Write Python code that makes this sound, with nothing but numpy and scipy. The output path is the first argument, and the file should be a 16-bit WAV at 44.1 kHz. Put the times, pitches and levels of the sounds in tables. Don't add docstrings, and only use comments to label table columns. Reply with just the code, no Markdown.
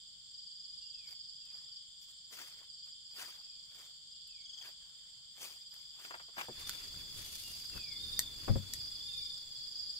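import sys
import numpy as np
from scipy import signal
from scipy.fft import rfft, irfft, next_fast_len
from scipy.io import wavfile
from scipy.ndimage import uniform_filter1d

SR = 44100
rng = np.random.default_rng(int(sys.argv[2]) if len(sys.argv) > 2 else 0)


def inscribe(sig):
    pcm = np.round(np.clip(np.atleast_2d(sig).T, -1, 1) * 32767)
    wavfile.write(sys.argv[1], SR, pcm.astype(np.int16))


N = 440547
T = np.arange(N) / SR


def amp(db):
    return 10 ** (np.asarray(db) / 20)


def unit(x):
    return x / np.sqrt(np.mean(x ** 2) + 1e-20)


def add(mix, s, sound):
    part = mix[:, round(s * SR):][:, :sound.shape[1]]
    part += sound[:, :part.shape[1]]


def colour(x, points):
    n = x.shape[-1]
    size = next_fast_len(n)
    hz, db = np.transpose(points)
    gain = amp(np.interp(np.log(np.fft.rfftfreq(size, 1 / SR) + 1), np.log(hz), db))
    return irfft(rfft(x, size) * gain, size)[..., :n]


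def drift(rate):
    knots = rng.standard_normal(4096)
    return unit(np.interp(T * rate, np.arange(len(knots)), knots))


def hiss():
    return rng.standard_normal((2, N))


def resonate(x, hz, width):
    carrier = np.exp(2j * np.pi * np.cumsum(hz * np.ones(N)) / SR)
    pole = np.exp(-np.pi * width / SR)
    return unit((carrier * signal.sosfilt([[1 - pole, 0, 0, 1, -pole, 0]] * 3, x / carrier)).real)


def ring(modes, t):
    return sum(amp(db - 60 * t / t60) * np.sin(2 * np.pi * hz * t) for hz, db, t60 in modes)


def pan(db):
    return amp(np.array([[db], [-db]]) / 2)


def from_left(x, left_db, spread, lag):
    right = (np.roll(x[0], lag) + spread * x[1]) / np.hypot(1, spread)
    return pan(left_db) * np.array([x[0], right])


def scatter(x, t60, wet_db):
    t = np.arange(SR // 2) / SR
    taps = rng.standard_normal((2, len(t))) * (rng.random((2, len(t))) < .1)
    taps *= (t > .003) * amp(-60 * t / t60)
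    taps *= amp(wet_db) / np.linalg.norm(taps, axis=1, keepdims=True)
    taps[:, 0] = 1
    return signal.fftconvolve(np.atleast_2d(x), taps, axes=1)[:, :N] / np.sqrt(1 + amp(wet_db) ** 2)


def swells(rows):
    level = np.full(N, -140.)
    for s, hold, db, rise, fall in rows:
        ramp = np.maximum((s - T) / rise, (T - s - hold) / fall)
        level = np.maximum(level, db - 20 * np.maximum(ramp, 0))
    return level


def song(bouts, rise_s, fall_s):
    return swells((s, length, db, rise_s, fall_s) for s, length, db in bouts)


def air(near):
    # (frequency [Hz], gain [dB])
    path_eq = [(20, -12.5), (50, 1.5), (100, -5.5), (170, -2), (300, -20), (700, -19), (2500, -16.5),
               (6500, -7), (9500, -11.5), (11500, -33), (15500, -24.5)]
    tree_eq = [(20, -2.5), (60, -7), (120, -4.5), (250, -14), (900, -18.5), (2500, -17.5), (6500, -12.5),
               (9000, -16.5), (11500, -25), (15500, -18.5)]
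    left, other = hiss()
    shared_bass = colour(left, [(150, -0.5), (400, -18.5), (1500, -42)])
    wind = np.array([left, shared_bass + colour(other, [(150, -0.056), (400, -0.44)])])
    path = amp(-71 + 0.63 * drift(17)) * unit(colour(wind, path_eq))
    tree = amp(-60 + .5 * drift(3.9)) * unit(colour(wind, tree_eq))
    return pan(1.3) * ((1 - near) * path + near * tree)


def chorus(near):
    # (pitch [Hz], width [Hz], level on the path [dB], level in the tree [dB])
    bands = [(3165, 287, -64, -75.5), (3407, 500, -62, -58.5), (3622, 260, -70.5, -68.5),
             (4638, 820, -61.5, -53.5), (4948, 180, -64.5, -70), (6710, 210, -81, -68),
             (7340, 70, -75, -81), (7432, 840, -65, -65), (8280, 110, -77, -85)]
    out = np.zeros((2, N))
    for hz, width, path_db, tree_db in bands:
        band = amp(path_db + near * (tree_db - path_db)) * resonate(hiss(), hz, width)
        out += band * amp(1.1 * drift(17))
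    return out


def stridulate(hz, rate, fall_hz, width, duty, fuzz):
    cycle = np.cumsum(rate * (1 + .04 * drift(8))) / SR % 1
    through = np.minimum(cycle / duty, 1)
    pitch = hz + fall_hz * (.5 - through) + .08 * fall_hz * drift(25)
    tone = np.sqrt(2) * np.sin(2 * np.pi * np.cumsum(pitch) / SR)
    force = np.sin(np.pi * through) * amp(drift(17))
    return unit(force * (tone + fuzz * resonate(hiss(), pitch, width)))


def crickets(near):
    # (time [s], length [s], level [dB])
    lead_bouts = [(0.35, 1.43, -52), (2.72, 0.9, -54), (4.12, 0.59, -55.5), (5.44, 1.18, -55.5),
                  (6.68, 0.52, -52.5), (7.55, .64, -48), (8.4, 0.148, -50), (8.79, 0.6, -47),
                  (9.6, 0.065, -45), (9.79, .2, -43)]
    octave_bouts = [(7.65, 0.66, -71), (8.75, 0.66, -72), (9.65, .34, -71.5)]
    idle_db = -61
    effort_db = np.maximum(song(lead_bouts, rise_s=.22, fall_s=.14), idle_db)
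    strokes_per_s = 23 + 0.58 * (effort_db + 52)
    lead = stridulate(4850, strokes_per_s, fall_hz=339.4, width=595, duty=1, fuzz=3.2)
    rival = stridulate(4760, 1.13 * strokes_per_s, fall_hz=301, width=480, duty=.8, fuzz=2.4)
    pair = amp(effort_db) * (lead + amp(-8) * rival)
    high = amp(-67) * (1 - near) * stridulate(7360, 17.5, fall_hz=223.4, width=200, duty=.55, fuzz=1.3)
    slow = amp(-64) * near * stridulate(7480, 9.2, fall_hz=448, width=490, duty=.59, fuzz=2.2)
    octave_db = song(octave_bouts, rise_s=.35, fall_s=.17)
    octave = amp(octave_db) * stridulate(2 * 4850, 22.04, fall_hz=153.7, width=450, duty=.98, fuzz=2.7)
    return scatter(pan(-.7) * (pair + high + slow + octave), t60=.06, wet_db=0)


def bird(start_hz=2860):
    # (time [s], length [s], pitch fall [Hz], level [dB])
    whistles = [(0.798, 0.07, 50, -64.5), (0.915, .2, 832, -65.5), (1.379, 0.17, 497, -74),
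                (3.37, .22, 579, -75), (4.128, .06, 0, -67), (4.255, .19, 829, -67.5),
                (7.42, 0.074, 53, -54.5), (7.68, .31, 889, -55.5), (9.055, .21, 721.5, -65)]
    out = np.zeros((2, N))
    for s, length, fall_hz, db in whistles:
        through = np.linspace(0, 1, round(length * SR))
        tone = np.sin(2 * np.pi * np.cumsum(start_hz - fall_hz * through) / SR)
        add(out, s, pan(-0.8) * amp(db) * signal.windows.tukey(len(tone), .5) * tone)
    return scatter(out, t60=.35, wet_db=2)


def patchy(x, depth_db, size=256):
    spectra = signal.stft(x, nperseg=size)[2]
    field = rng.standard_normal(spectra.shape[:0:-1]).T
    field = unit(uniform_filter1d(uniform_filter1d(field, size=2, axis=0), size=7, axis=1))
    return signal.istft(spectra * amp(depth_db * field), nperseg=size)[1][:, :N]


def rustle(rows, hold_s, snaps_per_s, spread_db, clump_db, patch_db):
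    # (frequency [Hz], gain [dB])
    body_eq = [(90, -24), (160, -14), (300, -7.5), (600, -6), (1300, -1), (2500, -1), (3400, -9),
               (5700, -64)]
    top_eq = [(1500, -29.5), (3000, -6), (5000, -3), (8000, -8.5), (10000, -7.5), (13000, -9),
              (15500, -13.5)]
    sizes = amp(spread_db * np.minimum(rng.exponential(1, N), 4))
    snaps = sizes * (rng.random(N) < snaps_per_s / SR)
    grains = patchy(unit(hiss() * snaps) + hiss(), patch_db) * amp(clump_db * drift(110))
    body = amp(swells((s, hold_s, db, rise, fall) for s, db, _, rise, fall in rows))
    top = amp(swells((s, hold_s, db + crisp_db, rise, fall) for s, db, crisp_db, rise, fall in rows))
    return body * unit(colour(grains, body_eq)) + top * unit(colour(grains, top_eq))


def leaf_steps():
    # (time [s], body level [dB], top against body [dB], rise [s], fall [s])
    steps = [(1.095, -69, 8, 0.059, 0.061), (1.55, -72.5, 1.5, 0.14, 0.3),
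             (2.02, -87.5, 25.5, 0.026, 0.051), (2.085, -79, 13, .04, 0.076), (2.33, -61, 8.5, .035, .2),
             (2.395, -57.5, 6, 0.076, .16), (2.59, -67.5, 1, .12, .1), (2.865, -77, 7, 0.036, .05),
             (3.195, -53.5, 4.5, 0.072, .19), (3.795, -67, 7, 0.19, 0.17), (4.655, -61, 4, 0.12, 0.076),
             (4.85, -76.5, 3.5, 0.2, 1), (5.425, -57, 9, 0.073, 0.15), (5.73, -72, 10.5, .06, .25),
             (6.025, -62, 5.5, .11, .27), (6.395, -51, 1, 0.047, 0.11)]
    crunch = rustle(steps, hold_s=.021, snaps_per_s=2200, spread_db=2.6, clump_db=1.1, patch_db=3.5)
    return from_left(crunch, left_db=3.5, spread=1, lag=6)


def clicks(rows):
    # (frequency [Hz], gain [dB])
    crack_eq = [(700, -44), (1300, -33), (2000, -3), (2600, -19), (3600, -2.5), (4300, -5.5), (5800, -4.5),
                (8300, -5), (9500, -14), (11500, -5.5), (15500, -14.5)]
    out, t = np.zeros((2, N)), np.arange(SR // 16) / SR
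    envelope = np.minimum(t / .0002, 1) * amp(-60 * np.maximum(t - .001, 0) / .007)
    for s, db, left_db, modes in rows:
        crack = envelope * unit(colour(rng.standard_normal((2, len(t))), crack_eq))
        click = pan(left_db) * amp(db) * (crack + ring(modes, t))
        add(out, s, click)
        add(out, s + .008, amp(-16.5) * click)
    return scatter(out, t60=.11, wet_db=-9)


def twigs(wood_hz=1450, wood_t60=.013):
    # (time [s], level [dB], note against crack [dB], left over right [dB])
    snaps = [(1.455, -55, -16, 4), (4.276, -55, -27, 13), (5.741, -50.5, -24, 13), (6.674, -40, -19, -4),
             (6.6942, -28.5, -5.5, 0), (6.943, -53, 3, 0), (7.144, -52, -12, 2), (7.699, -48, -6, 0),
             (7.778, -44.5, 2, 1), (9.379, -50.5, -11, 2)]
    return clicks((s, db, left_db, [(wood_hz, wood_db, wood_t60)]) for s, db, wood_db, left_db in snaps)


def blows(rows):
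    # (frequency [multiple of its pitch], gain [dB])
    blow_eq = [(.1, -29), (.45, -9), (1, 0.5), (1.8, -1), (3.5, -14), (8, -32), (30, -68)]
    out, t = np.zeros((2, N)), np.arange(SR // 3) / SR
    for s, db, hz, t60 in rows:
        burst = colour(rng.standard_normal((2, len(t))), [(k * hz, gain) for k, gain in blow_eq])
        envelope = (1 - np.exp(-t * hz / 0.44)) * amp(-60 * t / t60)
        blow = burst * envelope
        blow *= np.linalg.norm(envelope) / np.linalg.norm(blow, axis=1, keepdims=True)
        add(out, s, amp(db) * blow)
    return out


def footfalls():
    # (time [s], level [dB], pitch [Hz], t60 [s])
    landings = [(1.545, -64, 800, 0.072), (2.615, -56, 487, 0.019), (6.0495, -41.5, 1420, 0.027),
                (6.1075, -41, 930, 0.071), (6.1405, -41.5, 895, 0.086), (6.197, -49, 1080, 0.087),
                (6.285, -59.5, 610, 0.1), (6.368, -46, 818, 0.12), (6.379, -38, 1000, 0.12),
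                (6.411, -35, 1300, 0.048), (6.484, -43, 610, 0.052), (6.488, -42, 223, 0.091)]
    return scatter(from_left(blows(landings), left_db=3, spread=.5, lag=12), t60=.14, wet_db=-16)


def chips(start_s=4.411, gap_s=.0393, length_s=.0222, count=6):
    out, through = np.zeros((2, N)), np.linspace(0, 1, round(length_s * SR))
    phase = 2 * np.pi * np.cumsum(3430 - 380 * through) / SR
    chip = np.sin(np.pi * through) * (np.sin(phase) + amp(-11.5) * np.sin(2 * phase))
    for after in np.arange(count) * gap_s:
        db = -46.5 - 10 * np.exp(-after / .034)
        add(out, start_s + after, pan(9.3) * amp(db) * chip)
    return scatter(out, t60=.056, wet_db=-2.5)


def branch_tugs(hold_s=.012):
    # (time [s], leaf body [dB], top against body [dB], rumble [dB], rise [s], fall [s])
    tugs = [(6.59, -59.5, 6, -60.5, .12, 0.55), (6.675, -59, 9, -58.5, .08, .55),
            (6.99, -66, 8, -56, 0.57, .4), (7.17, -62, 13, -54.5, 0.097, 0.36),
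            (7.25, -67, 18.5, -62, 0.11, 0.36), (7.38, -69.5, 23, -65, .45, .35),
            (7.51, -68.5, 18.5, -59, 0.24, 0.48), (7.755, -57.5, 3, -48.5, .07, .08),
            (8.11, -66.5, 9.5, -54.5, 0.46, 0.99), (8.42, -63.5, 6, -54.5, 0.32, 1),
            (8.72, -70.5, 13.5, -57.5, 0.24, 0.76), (9.17, -79, 18, -61.5, .15, 0.32)]
    # (frequency [Hz], gain [dB])
    sway_eq = [(20, 1), (50, 4.5), (100, 2), (180, -6.5), (350, -12.5), (900, -25.5)]
    brushes = [(s, db, crisp_db, rise, fall) for s, db, crisp_db, _, rise, fall in tugs]
    foliage = rustle(brushes, hold_s, snaps_per_s=2500, spread_db=1.8, clump_db=1.5, patch_db=2.5)
    rumble_db = swells((s, hold_s, db, rise, fall) for s, _, _, db, rise, fall in tugs)
    rumble = amp(rumble_db) * unit(colour(hiss(), sway_eq))
    return pan(0.97) * foliage + from_left(rumble, left_db=4, spread=.84, lag=12)


def tree_cricket(soft_hz=3455, soft_db=-55.5, hz_per_db=10.5):
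    # (time [s], length [s], level [dB])
    bouts = [(6.6, .12, -47.5), (6.8, 0.56, -56), (8.0, 0.26, -44), (8.35, .6, -54.5), (9.08, .23, -43.5),
             (9.42, 0.21, -56)]
    effort_db = song(bouts, rise_s=.22, fall_s=.2)
    level = amp(effort_db)
    pitch = soft_hz + hz_per_db * np.maximum(effort_db - soft_db, 0)
    tone = stridulate(pitch, 23.5, fall_hz=210, width=180, duty=.95, fuzz=.6)
    third = unit(resonate(hiss(), 3 * pitch, 490) * abs(tone)) * level / level.max()
    return scatter(level * (tone + amp(-23.5) * third), t60=.091, wet_db=8.5)


def branch_bumps():
    # (time [s], level [dB], pitch [Hz], t60 [s])
    bumps = [(7.755, -49, 200, 0.067), (8.479, -33, 390, 0.098), (8.496, -21, 63, 0.23),
             (8.555, -33, 230, 0.059), (8.559, -24.5, 80, 0.094)]
    # (pitch [Hz], level against the bump [dB], t60 [s])
    modes = [(97, -10, 0.29), (215, -13, 0.16), (538, -16, 0.063), (795, -34, 0.073)]
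    out = from_left(blows(bumps), left_db=6, spread=1.8, lag=9) * [[1], [-1]]
    note = ring(modes, np.arange(SR // 2) / SR)
    for s, db, _, _ in bumps:
        add(out, s, pan(11) * amp(db) * note)
    return scatter(out, t60=.14, wet_db=-16)


def shears():
    # (time [s], level [dB], left over right [dB])
    touches = [(8.1921, -18.5, 2), (8.7362, -29, 3)]
    # (pitch [Hz], level against the click [dB], t60 [s])
    blades = [(1920, -16, 0.021), (4270, -9, 0.02), (7970, -19, 0.057), (11760, -29, .08)]
    return clicks((s, db, left_db, blades) for s, db, left_db in touches)


def scene():
    # (time [s], share of the tree's ambience [0-1])
    arrival = [(6.42, 0.086), (6.6, 0.94)]
    near = np.interp(T, *np.transpose(arrival))
    bed = air(near) + chorus(near) + crickets(near)
    calls = tree_cricket() + chips() + bird()
    walk = leaf_steps() + twigs() + footfalls()
    pruning = branch_tugs() + branch_bumps() + shears()
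    return bed + calls + walk + pruning


def record(dry, edge_hz=15700):
    lowpass = signal.firwin(511, edge_hz, window=("kaiser", 9), fs=SR)
    return signal.oaconvolve(dry, lowpass[None], "same")


dry = scene()
out = record(dry)
inscribe(out)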